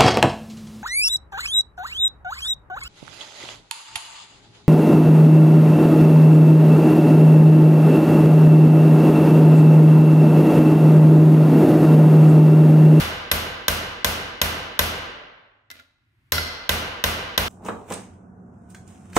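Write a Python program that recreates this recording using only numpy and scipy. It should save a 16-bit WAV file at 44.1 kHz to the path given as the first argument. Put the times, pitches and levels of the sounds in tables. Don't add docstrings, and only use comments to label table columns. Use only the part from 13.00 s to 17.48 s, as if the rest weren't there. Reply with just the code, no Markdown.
import sys
import numpy as np
from scipy import signal
from scipy.fft import rfft, irfft, next_fast_len
from scipy.io import wavfile
from scipy.ndimage import map_coordinates

SR = 44100
rng = np.random.default_rng(int(sys.argv[2]) if len(sys.argv) > 2 else 0)


def voltage_ratio(level):
    return 10 ** (np.asarray(level, float) / 20)


def wrap_up_sound(samples):
    columns = np.atleast_2d(samples).T
    tamed = np.clip(columns, -1, 1)
    steps = np.round(tamed * 32767).astype(np.int16)
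    wavfile.write(sys.argv[1], SR, steps)


N = 197677
LEAD = SR // 10
TOP_HZ, EDGE_HZ = 15750, 16900


def along(points, hz):
    f, v = np.transpose(points)
    return np.interp(np.log(hz + 1), np.log(f + 1), v)


def tilted(spectrum, bright_db=0):
    def gain(hz):
        octaves = np.clip(np.log2(hz / 3500 + 1e-9), 0, 1)
        return voltage_ratio(along(spectrum, hz) + bright_db * octaves) * (hz < EDGE_HZ)
    return gain


def in_band(spectrum):
    return lambda hz: tilted(spectrum)(hz) * (hz < TOP_HZ)


# (frequency [Hz], correlation [-1..1])
ALIKE = [(60, 0.91), (150, 0.98), (300, 0.79), (1000, 0.016), (2500, -0.03), (4000, -0.12), (9000, 1),
         (14000, 0.59)]
# (frequency [Hz], share [0..1])
REPEATS = [(100, 1), (1000, .8), (4000, .7), (9000, .5), (14000, .4)]


def stereo_noise(size, gain, habit=None):
    fast = next_fast_len(size)
    hz = np.fft.rfftfreq(fast, 1 / SR)
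    turn = np.arccos(np.clip(along(ALIKE, hz), -1, 1)) / 2
    white = rfft(rng.standard_normal((2, fast)))
    if habit is not None:
        kept = np.sqrt(np.clip(along(REPEATS, hz), 0, 1))
        white = kept * rfft(habit[:, :fast]) + np.sqrt(1 - kept ** 2) * white
    mid, side = irfft(white * gain(hz) * [np.cos(turn), np.sin(turn)], fast)[:, :size]
    pair = np.array([mid + side, mid - side])
    return pair / np.sqrt(np.mean(pair ** 2))


def ring(modes, t, habit, attack_s, scatter_db, phase_spread, stray=.3):
    hz, db, t60_s = np.transpose(modes)[:, :, None, None]
    shape = (len(modes), 2, 1)
    strength = voltage_ratio(db + scatter_db * rng.standard_normal(shape) - 60 * t / t60_s)
    usual_phase = habit[:, :len(modes)].T[..., None]
    phase = phase_spread * (usual_phase + stray * rng.standard_normal(shape))
    tones = strength * np.sin(2 * np.pi * hz * t + phase)
    return np.sum(tones, axis=0) * (1 - np.exp(-t / attack_s))


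# (frequency [Hz], density [dB per Hz])
SNAP = [(5000, -31), (8000, -1.5), (12000, 1), (15000, -2.5), (16500, -13)]


def snap(t, habit, bright_db, delay_samples=2):
    burst = stereo_noise(len(t), tilted(SNAP), habit[:, SR:])
    burst = burst * voltage_ratio(-60 * t / 0.0065) * (1 - np.exp(-(t / 0.001) ** 2))
    right = .6 * np.roll(burst[0], delay_samples) + .5 * burst[1]
    return voltage_ratio(bright_db + 4) * voltage_ratio([[3.5], [-1]]) * [burst[0], right]


# (frequency [Hz], density [dB per Hz])
HUM = [(15, -48.5), (25, -16.5), (90, -9.5), (106, -4), (126, -10), (172, -20.5), (356, -24), (411, -40.5),
       (1000, -33.5), (2070, -28), (8000, -54.5), (10400, -79), (17600, -120)]
HUM_DB, HISS_DB, HISS_STEEPER = -62, -85, 1.56
QUIET_S, QUIET_DB = 2.9, -10.5
SINK_DB_PER_S, CREEP_DB_PER_S = 3, 25


def shop():
    t = np.arange(N) / SR
    off_lowest_db = np.maximum(CREEP_DB_PER_S * (t - QUIET_S), SINK_DB_PER_S * (QUIET_S - t))
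    gain_db = np.minimum(QUIET_DB + off_lowest_db, 0)
    mains = voltage_ratio(-8) * np.sin(2 * np.pi * 120.4 * t)
    hiss = (t > QUIET_S) * voltage_ratio(HISS_DB + HISS_STEEPER * gain_db) * stereo_noise(N, in_band(SNAP))
    return voltage_ratio(HUM_DB + gain_db) * (stereo_noise(N, tilted(HUM)) + mains) + hiss


# (frequency [Hz], density [dB per Hz])
SCRAPE_COLOUR = [(120, -40.5), (200, -16), (263, 5), (340, -15), (671, -3), (836, -32), (1350, -1),
                 (1590, -2.5), (3900, -4.5), (16000, -44)]
SLIDE_START_S, SLIDE_END_S, SLIDE_DB = 2.715, 2.793, -54
SETTLE_DB_PER_S, RATTLE_DB, RATTLE_END_S = 220, -84, 3.1


def scrape():
    t = np.arange(N) / SR
    grain_samples = 150
    rough = rng.standard_normal(N // grain_samples + 4)
    grain = voltage_ratio(2.5 * map_coordinates(rough, [np.arange(N) / grain_samples]))
    slide = voltage_ratio(SLIDE_DB - SETTLE_DB_PER_S * np.maximum(t - SLIDE_END_S, 0))
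    slide = slide + voltage_ratio(RATTLE_DB) * (t < RATTLE_END_S)
    return (t > SLIDE_START_S) * slide * grain * stereo_noise(N, in_band(SCRAPE_COLOUR))


# (frequency [Hz], level [dB], t60 [s])
LINGER = [(1430, -6, .9), (2040, 0, 1.1), (2053, -5, .9)]


def singing():
    t = np.arange(SR) / SR
    return ring(LINGER, t, np.ones((2, 9)), attack_s=.004, scatter_db=1.5, phase_spread=.6, stray=1)


# (frequency [Hz], density [dB per Hz])
ROOM_COLOUR = [(29, -30), (50, 1.5), (122, -5), (319, -9.5), (582, -6), (740, -7.5), (1520, -7.5),
               (1800, -9.5), (1980, -9), (2350, -10.5), (5860, -15.5), (7810, -21), (11800, -16.5),
               (15700, -18.5)]
# (frequency [Hz], t60 [s])
ROOM_T60 = [(60, 0.62), (280, 1.044), (740, 1.142), (1900, 1.172), (4000, 0.92), (8000, 0.51),
            (11000, 0.44), (15000, 0.37)]


def room_tail(modes, habit, bright_db, modes_db, damping, low_hz, blur=1.6, shine_db=17):
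    def colour(hz):
        peaks = 1
        for mode_hz, db, t60_s in modes:
            height = voltage_ratio(db + modes_db + shine_db * (mode_hz > 9000))
            peaks = peaks + height / (1 + ((hz - mode_hz) * t60_s / blur) ** 2)
        low_cut = hz / np.hypot(hz, low_hz)
        return tilted(ROOM_COLOUR, bright_db)(hz) * peaks * (hz < TOP_HZ) * low_cut

    noise = stereo_noise(SR * 5 // 4, colour, habit)
    hz, t, z = signal.stft(noise, SR, nperseg=512)
    decay = voltage_ratio(-60 * damping * t / along(ROOM_T60, hz)[:, None])
    tail = signal.istft(z * decay, SR, nperseg=512)[1]
    return tail * (1 - np.exp(-np.arange(tail.shape[1]) / SR / 0.0081))


# (frequency [Hz], density [dB per Hz])
CRACK = [(88, -32), (150, -4), (1160, -3.5), (1820, 3.5), (2450, -2), (3630, 3.5), (4600, -4.5), (6420, -3),
         (7370, -12), (10500, -30), (11600, -8), (14400, -6), (16500, -38.5)]
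# (frequency [Hz], level [dB], t60 [s])
BENCH = [(42, -15, 0.85), (66, -4, 0.13), (80.5, 3, 0.42), (157.1, -7, .3), (245, -11, 0.25),
         (392, -9, 0.13)]


def contact(modes, loose, habit, bright_db, thump_db, room_db, crack_t60_s, ring_db, modes_db, damping,
            low_hz=10):
    tail = room_tail(modes + loose, habit, bright_db, modes_db, damping, low_hz)
    sound = voltage_ratio(room_db - 13) * tail
    t = np.arange(SR // 8) / SR
    crack = stereo_noise(len(t), tilted(CRACK, bright_db), habit[:, ::-1])
    crack = crack * voltage_ratio(-30 * t / crack_t60_s - 40 * (t / crack_t60_s) ** 2)
    crack = crack * (1 - np.exp(-(t / 0.001) ** 2))
    click = snap(t, habit, bright_db)
    steel = ring(modes, t, habit, attack_s=0.00057, scatter_db=1.2, phase_spread=1.3)
    sound[:, :len(t)] += click + crack + voltage_ratio(ring_db) * steel
    t = np.arange(SR) / SR
    thump = ring(BENCH, t, habit, attack_s=0.025, scatter_db=0.96, phase_spread=.08)
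    sound[:, :SR] += voltage_ratio(thump_db - 15.5) * thump
    return sound


def add(track, sound, s):
    start = round(s * SR) + LEAD
    track[:, start:start + sound.shape[1]] += sound


# (time [s], peak [dB], brightness [dB], room [dB], pitch [Hz])
TOUCHES = [
    (2.702, -28, 0, -2, 3900),
    (2.712, -28, 6.5, 2.5, 2040),
    (2.759, -49, 3, -10, 5400),
    (2.797, -36.5, -5, -8, 1420),
    (3.38, -1.6, -8, -5, 1700),
]
# (frequency [Hz], level [dB], t60 [s])
SHEET = [(1410, 0, 0.06), (1660, -7, 0.067), (2040, -2, 0.072), (2660, -8, 0.041), (3220, -12, .03),
         (3900, 1.5, 0.021), (4430, -5, 0.033), (5320, -8, .05)]
SHEET_LOW_HZ = 700


def touches():
    track = np.zeros((2, N + 3 * SR))
    for s, db, bright_db, room_db, pitch_hz in TOUCHES:
        modes = [(hz, level_db - 8 * abs(np.log2(hz / pitch_hz)), t60_s) for hz, level_db, t60_s in SHEET]
        habit = rng.standard_normal((2, 2 * SR))
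        touch = contact(modes, [], habit, bright_db, thump_db=-8, room_db=room_db - 8.5, crack_t60_s=.022,
                        ring_db=2, modes_db=15, damping=1.15, low_hz=SHEET_LOW_HZ)
        add(track, voltage_ratio(db - 8.0) * touch, s)
        add(track, voltage_ratio(db + room_db - 38) * singing(), s)
    return track[:, LEAD:LEAD + N]


# (time [s], peak [dB], brightness [dB], set ring [dB])
BLOWS = [
    (0.314, -3, 0, 4),
    (0.681, -2, 1, -4.5),
    (1.045, -2.5, 1.5, -17),
    (1.415, -2.5, 0, -1),
    (1.791, -1, 0.5, -0.5),
    (3.32, -5, 4, -1),
    (3.692, -3.5, -0.5, -11),
    (4.039, -3, -0.5, -16),
    (4.377, -2, -1.5, -7.5),
]
# (time [s], peak [dB], brightness [dB], set ring [dB])
EARLIER_BLOW = (-0.03, -2.5, -1, -2)
# (frequency [Hz], level [dB], t60 [s])
STEEL = [(488, -14.5, 0.079), (589, -14.5, 0.19), (1026, -8.5, 0.072), (1180, -15, 0.048), (1410, -23, .05),
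         (1560, -3, 0.052), (2006, -6.5, 0.066), (2940, -2, 0.0089), (3535, -5, 0.027), (4075, -4.5, 0.026),
         (5100, -22, 0.034), (5990, -10.5, 0.024)]
# (frequency [Hz], level [dB], t60 [s])
SET = [(11292, -8, .09), (11790, -13, .07), (12410, -18, .14), (14200, -18, .03)]
# (frequency [Hz], level [dB], t60 [s])
UNSEATED = [(1420, 3, .05), (2040, 9, .11), (3280, 0, .015), (4010, 3, .06), (4330, 8, .01),
            (4900, 3, .015), (5490, 6, .01)]
PAUSE_S = .8
USUAL_DB, EVENED = -2.5, .8


def blows():
    track = np.zeros((2, N + 3 * SR))
    before_s = EARLIER_BLOW[0]
    seated, moved = rng.standard_normal((2, 2, 2 * SR))
    for s, db, bright_db, set_db in [EARLIER_BLOW, *BLOWS]:
        modes = STEEL + [(hz, level_db + set_db, t60_s) for hz, level_db, t60_s in SET]
        is_loose = s - before_s > PAUSE_S
        loose, habit = (UNSEATED, moved) if is_loose else ([], seated)
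        body_db = EVENED * (USUAL_DB - db)
        blow = contact(modes, loose, habit, bright_db, thump_db=body_db - .4, room_db=body_db,
                       crack_t60_s=0.024, ring_db=-4.5, modes_db=1.5, damping=1.112)
        add(track, voltage_ratio(db + 2.5) * blow, s)
        if is_loose:
            add(track, voltage_ratio(db - 24) * singing(), s)
        before_s = s
    return track[:, LEAD:LEAD + N]


def scene():
    bench_work = blows() + touches() + scrape()
    return bench_work * voltage_ratio([[-.3], [.3]]) + shop()


def ducking(depth_db, quick_db, ahead_s, quick_s, slow_s):
    t, gain_db = np.arange(N) / SR, np.zeros(N)
    for s, *_ in [EARLIER_BLOW, *BLOWS]:
        since_s = np.maximum(t - s, 0)
        dip_db = depth_db * np.exp(-(since_s / slow_s) ** 2) + quick_db * np.exp(-since_s / quick_s)
        onset = np.clip((t - s + ahead_s) / 0.00084, 0, 1)
        gain_db = np.minimum(gain_db, -dip_db * onset)
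    return voltage_ratio(gain_db)


def band_limit(x):
    return signal.sosfilt(signal.butter(12, 17000, fs=SR, output="sos"), x)


def record(dry):
    x = dry * ducking(depth_db=7.5, quick_db=1.0, ahead_s=0.0086, quick_s=0.036, slow_s=0.29)
    x = x / (1 + np.abs(x / .98) ** 6) ** (1 / 6)
    edge_db_per_khz = 40
    over_khz = np.maximum(np.fft.rfftfreq(N, 1 / SR) - TOP_HZ, 0) / 1000
    mix = irfft(rfft(x) * voltage_ratio(-edge_db_per_khz * over_khz), N)
    return band_limit(mix)


dry = scene()
out = record(dry)
wrap_up_sound(out)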